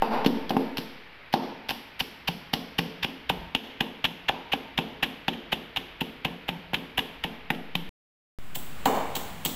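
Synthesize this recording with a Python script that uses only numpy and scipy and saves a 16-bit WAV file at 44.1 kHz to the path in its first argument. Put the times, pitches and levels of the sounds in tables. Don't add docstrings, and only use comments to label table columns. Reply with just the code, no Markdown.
import sys
import numpy as np
from scipy import signal
from scipy.fft import rfft, irfft
from scipy.io import wavfile
from scipy.ndimage import uniform_filter1d

SR = 44100
rng = np.random.default_rng(int(sys.argv[2]) if len(sys.argv) > 2 else 0)


def int16_out(signal):
    q = np.round(np.clip(np.atleast_2d(signal).T, -1, 1) * 32767)
    wavfile.write(sys.argv[1], SR, q.astype(np.int16))


def gain_from_db(level_db):
    decades = np.asarray(level_db, float) / 20
    return 10 ** decades


N = 421155
BREAK_START_S, BREAK_END_S = 7.8923, 8.3872
ECHO_PATTERNS = 5


def rms(x):
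    return np.sqrt(np.mean(x ** 2) + 1e-20)


def at_hz(points, hz):
    table_hz, table_db = np.transpose(points)
    return np.interp(np.log(hz), np.log(table_hz), table_db)


def colour(points, size):
    hz = np.maximum(np.fft.rfftfreq(size, 1 / SR), 10)
    cepstrum = irfft(np.log(gain_from_db(at_hz(points, hz))))
    cepstrum[1:size // 2] *= 2
    cepstrum[size // 2 + 1:] = 0
    return irfft(np.exp(rfft(cepstrum)))


def add(track, s, sound):
    i = round(s * SR)
    track[i:i + len(sound)] += sound[:N - i]


def air():
    # f/Hz, level/dB per Hz
    from_above = [(90, -1), (450, -4), (1000, -4.5), (2300, 0.5), (4800, -16.5), (6400, -35.5),
                  (8800, -41.5), (12000, -30.5), (15700, -40.5), (15900, -56.5)]
    from_side = [(90, 0.5), (170, 1.5), (450, -10), (1100, -9.5), (3000, -13), (3800, -19), (4800, -22.5),
                 (6000, -28), (7700, -22), (9000, -27), (12000, -28), (15000, -23.5), (15700, -15.5),
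                 (15900, -47)]
    # t/s, level/dB
    background = [
        (0, -45.5),
        (1.2, -49),
        (8.39, -49.5),
        (8.8, -43),
        (9.55, -42.5),
    ]
    # t/s, level/dB, spread/s
    jolts = [
        (0, -55, 0.45),
        (2.4, -66, 0.64),
        (3.4, -48, 0.14),
        (4.9, -60, 0.7),
        (6.1, -62, 0.52),
        (7.1, -59, 0.56),
        (8.85, -58, 0.1),
    ]
    rumble_floor_db = -71
    t = np.arange(N) / SR
    white = rng.standard_normal((2, N))
    above, side = (signal.fftconvolve(white[0], colour(p, size=8192))[:N] for p in (from_above, from_side))
    hiss = np.where(t < BREAK_END_S, above / rms(above), side / rms(side))
    hiss_gain = gain_from_db(np.interp(t, *np.transpose(background)))
    rumble = signal.sosfilt(signal.butter(2, [28, 70], "band", fs=SR, output="sos"), white[1])
    shaking = gain_from_db(rumble_floor_db)
    for s, db, spread_s in jolts:
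        shaking = shaking + gain_from_db(db) * np.exp(-((t - s) / spread_s) ** 2)
    return hiss_gain * hiss + shaking * rumble / rms(rumble)


def preamp_offset():
    # t/s, offset/thousandths of full scale, settling time/s, steepness exponent
    starts = [
        (0, -36, .4, 1),
        (8.5, -31, .75, 2),
    ]
    t = np.arange(N) / SR
    return sum(size * np.exp(-(np.abs(t - s) / settle_s) ** steep) for s, size, settle_s, steep in starts) / 1000


def cut_db(t):
    # t/s, cut/dB
    hard_blows = [
        (0.021, 10),
        (.262, 1.5),
        (.506, 3),
        (.568, -0.5),
        (1.339, 3),
        (3.55, 4),
        (8.858, 3),
    ]
    hold_s, recover_db_per_s = 0.081, 304
    cuts = []
    for s, db in hard_blows:
        recovered = recover_db_per_s * np.maximum(t - s - hold_s, 0)
        cuts.append((t > s - .003) * (db - recovered))
    return np.maximum(np.max(cuts, axis=0), 0)


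def gain_control():
    return gain_from_db(-uniform_filter1d(cut_db(np.arange(N) / SR), size=200))


def bowl_hollow(sound, hz, width_hz):
    r, w = np.exp(-np.pi * width_hz / SR), 2 * np.pi * hz / SR
    return signal.lfilter([(1 - r * r) / 2, 0, (r * r - 1) / 2], [1, -2 * r * np.cos(w), r * r], sound)


def crush(fall_ms, linger_db, linger_ms, grain_db, width_hz, fine_ms, push_db):
    # f/Hz, level/dB per Hz
    crunch_above = [(530, -15), (900, 1.5), (1310, -10), (1650, -3.5), (2140, -10.5), (2900, -5.5),
                    (3740, -10), (4600, -23), (6390, -24.5), (7500, -30.5), (8900, -49.5), (12200, -37),
                    (15700, -49), (15900, -60.5)]
    crunch_side = [(530, -25), (900, -1), (1410, -11), (2190, -7), (2440, -12.5), (2760, -8), (4490, -11),
                   (4830, -19), (7760, -3), (9310, -28.5), (15000, -17), (15700, -5.5), (15900, -32.5)]
    # t/s, peak level/dB, rise/ms, fine-salt level/dB re peak, bowl hollow f/Hz
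    opening = [(.0218, -24.5, 2, -12, 2610), (.248, -22, 2.3, -19.5, 3300), (.2619, -13.5, 1.7, -16, 3260),
               (.4954, -22, 1.7, -16, 3300), (.5077, -22.5, 1.9, -15.5, 2750), (.5684, -25, 2.1, -15, 2400),
               (.7716, -19, 1.5, -16, 3180), (.783, -19, 2.6, -15.5, 3430), (.7877, -29, 3.6, -15.5, 3680),
               (1.33, -23, 3.1, -17, 3030), (1.3389, -15, 1.3, -20, 3340), (1.6923, -17, 4.2, -17, 3200),
               (1.699, -20.5, 1.1, -15.5, 2900), (1.7076, -17.5, 3.5, -15, 3000)]
    steady = [(2.0006, -21.5, 5.7, -10, 2850), (2.2813, -14, 5.1, -16, 3100),
              (2.5381, -10.5, 4.2, -17.5, 3280), (2.7872, -12, 3.5, -18.5, 2960),
              (3.0329, -16, 4.9, -20, 2920), (3.2975, -11, 3.4, -20.5, 2920),
              (3.5508, -9.5, 1.7, -24.5, 2900), (3.8084, -10, 2.8, -23, 2830),
              (4.0435, -10, 1.6, -24, 2640), (4.2906, -10, 5.7, -26, 2770), (4.526, -15, 5.4, -22.5, 2660),
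              (4.7787, -12.5, 3, -24, 2960), (5.0312, -10.5, 3.9, -20.5, 2520),
              (5.282, -11.5, 1.05, -25.5, 3100), (5.5299, -11.5, 7.8, -21.5, 2930),
              (5.7626, -16.5, 2, -22.5, 2710), (6.01, -16, 3.1, -19.5, 2920), (6.2503, -13, 3, -22.5, 2650),
              (6.4905, -14.5, 7.2, -23, 2770), (6.735, -22, 1.1, -16, 2350),
              (6.9802, -11.5, 4.7, -18, 2700), (7.2386, -18, 2, -20.5, 2570),
              (7.5035, -11, 0.99, -21.5, 2000), (7.754, -11.5, 1.9, -20, 3050)]
    from_side = [
        (8.557, -26, 6.7, 3, 3060),
        (8.8569, -16.5, 1.3, -5, 2860),
        (8.8645, -35, 7.9, 2, 2340),
        (8.874, -31, 5.9, 1, 2190),
        (9.1547, -21.5, 2.2, -1.5, 3430),
        (9.1666, -25.5, 4, 0.5, 3010),
        (9.451, -17.5, 1.5, 1.5, 3290),
        (9.4582, -27, 3.3, 0.5, 3250),
        (9.4623, -19.5, 3.5, -6.5, 3200),
    ]
    # t/s, peak level/dB
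    sinks = [(2.0063, -13), (2.287, -21), (2.7923, -13.5), (3.046, -14), (4.0535, -12.5), (4.5353, -15),
             (4.7897, -15), (5.0369, -15), (5.0455, -25), (5.3355, -31.5), (5.341, -33), (5.772, -14),
             (6.0165, -20), (6.7466, -13), (6.9925, -12), (7.2427, -17), (7.549, -32.5)]
    sink_rise_ms, sink_salt_db, sink_hz = 4.7, -23.5, 2900
    contacts = opening + steady + from_side + [(s, db, sink_rise_ms, sink_salt_db, sink_hz) for s, db in sinks]
    room_base_db, room_db_per_db, side_room_db = -41.5, 0.69, 4
    size, lead_s = 4096, .014
    peak = slice(565, 725)
    direct, feed = np.zeros(N), np.zeros((ECHO_PATTERNS, N))
    views = colour(crunch_above, size=1024), colour(crunch_side, size=1024)
    low, high = [signal.butter(6, 9400, kind, fs=SR, output="sos") for kind in ("low", "high")]
    rim = signal.butter(2, [4300, 5900], "band", fs=SR, output="sos")
    low_push = signal.butter(2, [35, 450], "band", fs=SR, output="sos")
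    ms = np.arange(size) / SR * 1000 - 14
    after = np.maximum(ms, 0)
    snap = ms == after[after > 0][0]
    draws = rng.random((len(contacts), 3, size))
    for k, (s, db, rise_ms, treble_db, hz) in enumerate(contacts):
        side = s > BREAK_START_S
        room_db = room_base_db + room_db_per_db * (db + 16) + side_room_db * side + cut_db(s)
        big, sign, fine = draws[k]
        swell = np.where(ms < 0, np.exp(-(ms / rise_ms) ** 2), np.exp(-after / fall_ms))
        swell = swell + (ms > 0) * gain_from_db(linger_db) * np.exp(-after / linger_ms)
        grains = swell * gain_from_db(-grain_db * np.log(big + 0.003)) * np.sign(sign - .5)
        spray = (fine - .5) * np.where(ms < 0, swell, np.exp(-after / fine_ms))
        heard = signal.fftconvolve([grains, snap, spray], [views[side]], axes=1)[:, :size]
        rim_gain = gain_from_db(np.interp(s, (2.7, 3.5), (11.5, 2.3)))
        heard = heard + (rim_gain - 1) * signal.sosfilt(rim, heard)
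        body = signal.sosfilt(low, 0.17 * heard + bowl_hollow(heard, hz, width_hz))
        treble = signal.sosfilt(high, heard[[2, 1]])
        near, far = (b / rms(b[peak]) + gain_from_db(treble_db) * h / rms(h[peak]) for b, h in zip(body, treble))
        add(direct, s - lead_s, gain_from_db(db - 7.5) * near)
        add(direct, s - lead_s, gain_from_db(db + push_db) * signal.sosfilt(low_push, swell))
        add(feed[k % ECHO_PATTERNS], s - lead_s, gain_from_db(room_db - 31) * far)
    return direct, feed


def modes(table, strengths_db, contact_ms):
    t = np.arange(4096) / SR
    out = 0
    for (hz, db, t60_s), own_db in zip(table, strengths_db):
        out = out + gain_from_db(db + own_db - 60 * t / t60_s) * np.sin(2 * np.pi * hz * t)
    contact = np.exp(-(t[:400] * 2000 / contact_ms - 2) ** 2)
    out = np.convolve(out, contact)[:len(t)]
    return out / np.abs(out).max()


def thud(spread_db):
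    # f/Hz, level/dB, t60/s
    boom = [(177.1, -1, 0.061), (232, -2, 0.051), (268.6, 1, 0.046), (345, -3.5, 0.041), (434, -3.5, 0.041)]
    knock = [(605, -4, 0.019), (794, 7.5, 0.031), (886, -0.5, 0.045), (1044, -12.5, 0.066),
             (1400, -14.5, 0.028)]
    # f/Hz, level/dB per Hz
    far_above = [(300, -28), (440, -6), (600, -11), (780, -4), (850, -6), (900, 2), (960, -7), (1080, -11),
                 (1700, -16), (2600, -20), (5000, -34), (8000, -75)]
    far_side = [(250, -26), (440, -1), (600, -2), (790, 4), (1000, 0), (1400, -8.5), (2000, -10.5),
                (3000, -18.5), (4500, -31), (8000, -70)]
    # t/s, bowl boom/dB, pestle knock/dB, extra on bowl's deepest mode/dB, passed on to room/dB
    opening = [
        (.0229, -50, -11.5, -30, 16),
        (.2475, -31, -22.5, -12, -1),
        (.2627, -10, -23, -35, -3),
        (.5055, -22.5, -19.5, -36, 9.5),
        (.5672, -15.5, -16, -27.5, -3),
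        (.785, -26, -38, 1, 1),
        (1.3399, -19, -11.5, -14.5, 3),
        (1.6925, -33.5, -27.5, -10.5, -0.8),
        (1.7113, -37.5, -26, -8.5, -2),
    ]
    steady = [(2.0092, -31, -29, 3.5, 0), (2.2873, -25, -24.5, 20, 0), (2.5353, -21.5, -21.5, 0, -0.9),
              (2.79, -19, -22.5, 1.5, -2), (3.047, -27, -27.5, 1.5, 0), (3.3006, -26.5, -17.5, 13, 2),
              (3.5495, -24, -27, -17, -1.2), (3.8094, -21.5, -23, -14, -2), (4.0437, -30, -27, 10, 2),
              (4.2956, -35.5, -16, -1, 1.2), (4.536, -27, -19, -4, 0), (4.787, -20, -19, 6, -0.5),
              (5.0285, -27, -27.5, -3, 2.5), (5.2836, -22, -20.5, -5, -1.5), (5.5282, -26, -22, -0.5, -0.5),
              (5.7718, -33, -28.5, 3, 2), (6.0154, -21.5, -26, 5, -3), (6.2531, -24, -24.5, 4, 0),
              (6.4892, -29, -24, 14, 2), (6.7331, -25.5, -26.5, 2.5, 2), (6.983, -28.5, -24, -1, 3),
              (7.2455, -29, -27, 5, 4.5), (7.5049, -22, -23, 1, 0.5), (7.753, -25, -31, 10.5, -1.5)]
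    from_side = [
        (8.5616, -36, -36.5, -4, .3),
        (8.8585, -24, -14, -5.5, 10.1),
        (9.1621, -39.5, -31, -14, 8.7),
        (9.4576, -26, -32.5, 7.5, 1.8),
    ]
    blows = opening + steady + from_side
    boom_tail_db, knock_tail_db, knock_to_boom_db = -31, -9.5, -44
    harden_per_db = 0.22
    ring_on = 1.58
    ringing = [(hz, db, ring_on * t60_s) for hz, db, t60_s in boom]
    direct, feed = np.zeros(N), np.zeros((ECHO_PATTERNS, N))
    own_db = spread_db * rng.standard_normal((len(blows), 2, 5))
    far = colour(far_above, size=4096), colour(far_side, size=4096)
    for k, (s, boom_db, knock_db, deep_db, room_db) in enumerate(blows):
        bowl_db, pestle_db = own_db[k]
        bowl_db = bowl_db + deep_db * (np.arange(len(boom)) == 0)
        contact_ms = 1.05 * np.exp(-harden_per_db * (boom_db + 26))
        boom_far = np.hypot(gain_from_db(boom_db + boom_tail_db), gain_from_db(knock_db + knock_to_boom_db))
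        add(direct, s, gain_from_db(boom_db + 7.0) * modes(boom, bowl_db, contact_ms))
        add(direct, s, gain_from_db(knock_db + 7.0) * modes(knock, pestle_db, contact_ms=0.06))
        echo = feed[k % ECHO_PATTERNS]
        add(echo, s, gain_from_db(room_db) * boom_far * modes(ringing, bowl_db, contact_ms=0.45))
        add(echo, s, gain_from_db(room_db + knock_db + knock_tail_db) * far[s > BREAK_START_S])
    far_cut = signal.butter(6, 142, "high", fs=SR, output="sos")
    near_cut = signal.butter(3, 140, "high", fs=SR, output="sos")
    return signal.sosfilt(near_cut, direct + 1e-18), signal.sosfilt(far_cut, feed + 1e-18)


def room_response():
    # f/Hz, t60/s
    room_t60 = [(100, 0.79), (300, 0.67), (800, 0.84), (2000, 1), (5000, 0.77), (12000, 0.53)]
    # f/Hz, level/dB
    tail_colour = [(100, -3), (400, 5), (900, 9), (1500, 2), (3000, 4.5), (5000, 10), (8000, 16),
                   (12000, 13.5), (16000, 10.5)]
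    t = np.arange(SR) / SR
    edges_hz = 70 * 2 ** np.arange(0, 8.1, .5)
    white, out = rng.standard_normal((2, SR)), 0
    for k, (low, high) in enumerate(zip(edges_hz, edges_hz[1:])):
        band = signal.sosfilt(signal.butter(2, [low, high], "band", fs=SR, output="sos"), white[k % 2])
        hz = np.sqrt(low * high)
        out = out + band * gain_from_db(at_hz(tail_colour, hz) - 60 * t / at_hz(room_t60, hz))
    return out * (1 - np.exp(-t / 0.0013))


def scene():
    crunch, crunch_feed = crush(fall_ms=2.4, linger_db=-11, linger_ms=11.5, grain_db=6, width_hz=1040,
                                fine_ms=5.4, push_db=-20.5)
    knock, knock_feed = thud(spread_db=2.5)
    room = sum(signal.fftconvolve(feed, room_response())[:N] for feed in crunch_feed + knock_feed)
    mix = crunch + knock + gain_control() * (room + air() + preamp_offset())
    return mix[None]


def roll_off(x):
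    return signal.sosfilt(signal.butter(12, 16810, fs=SR, output="sos"), x)


def record(dry):
    t = np.arange(N) / SR
    limited = 0.65 * np.tanh(dry / 0.67)
    x = signal.sosfilt(signal.cheby2(10, 50, 16550, fs=SR, output="sos"), limited)
    sounding = (t < BREAK_START_S) | (t > BREAK_END_S)
    return roll_off(x * sounding)


dry = scene()
out = record(dry)
int16_out(out)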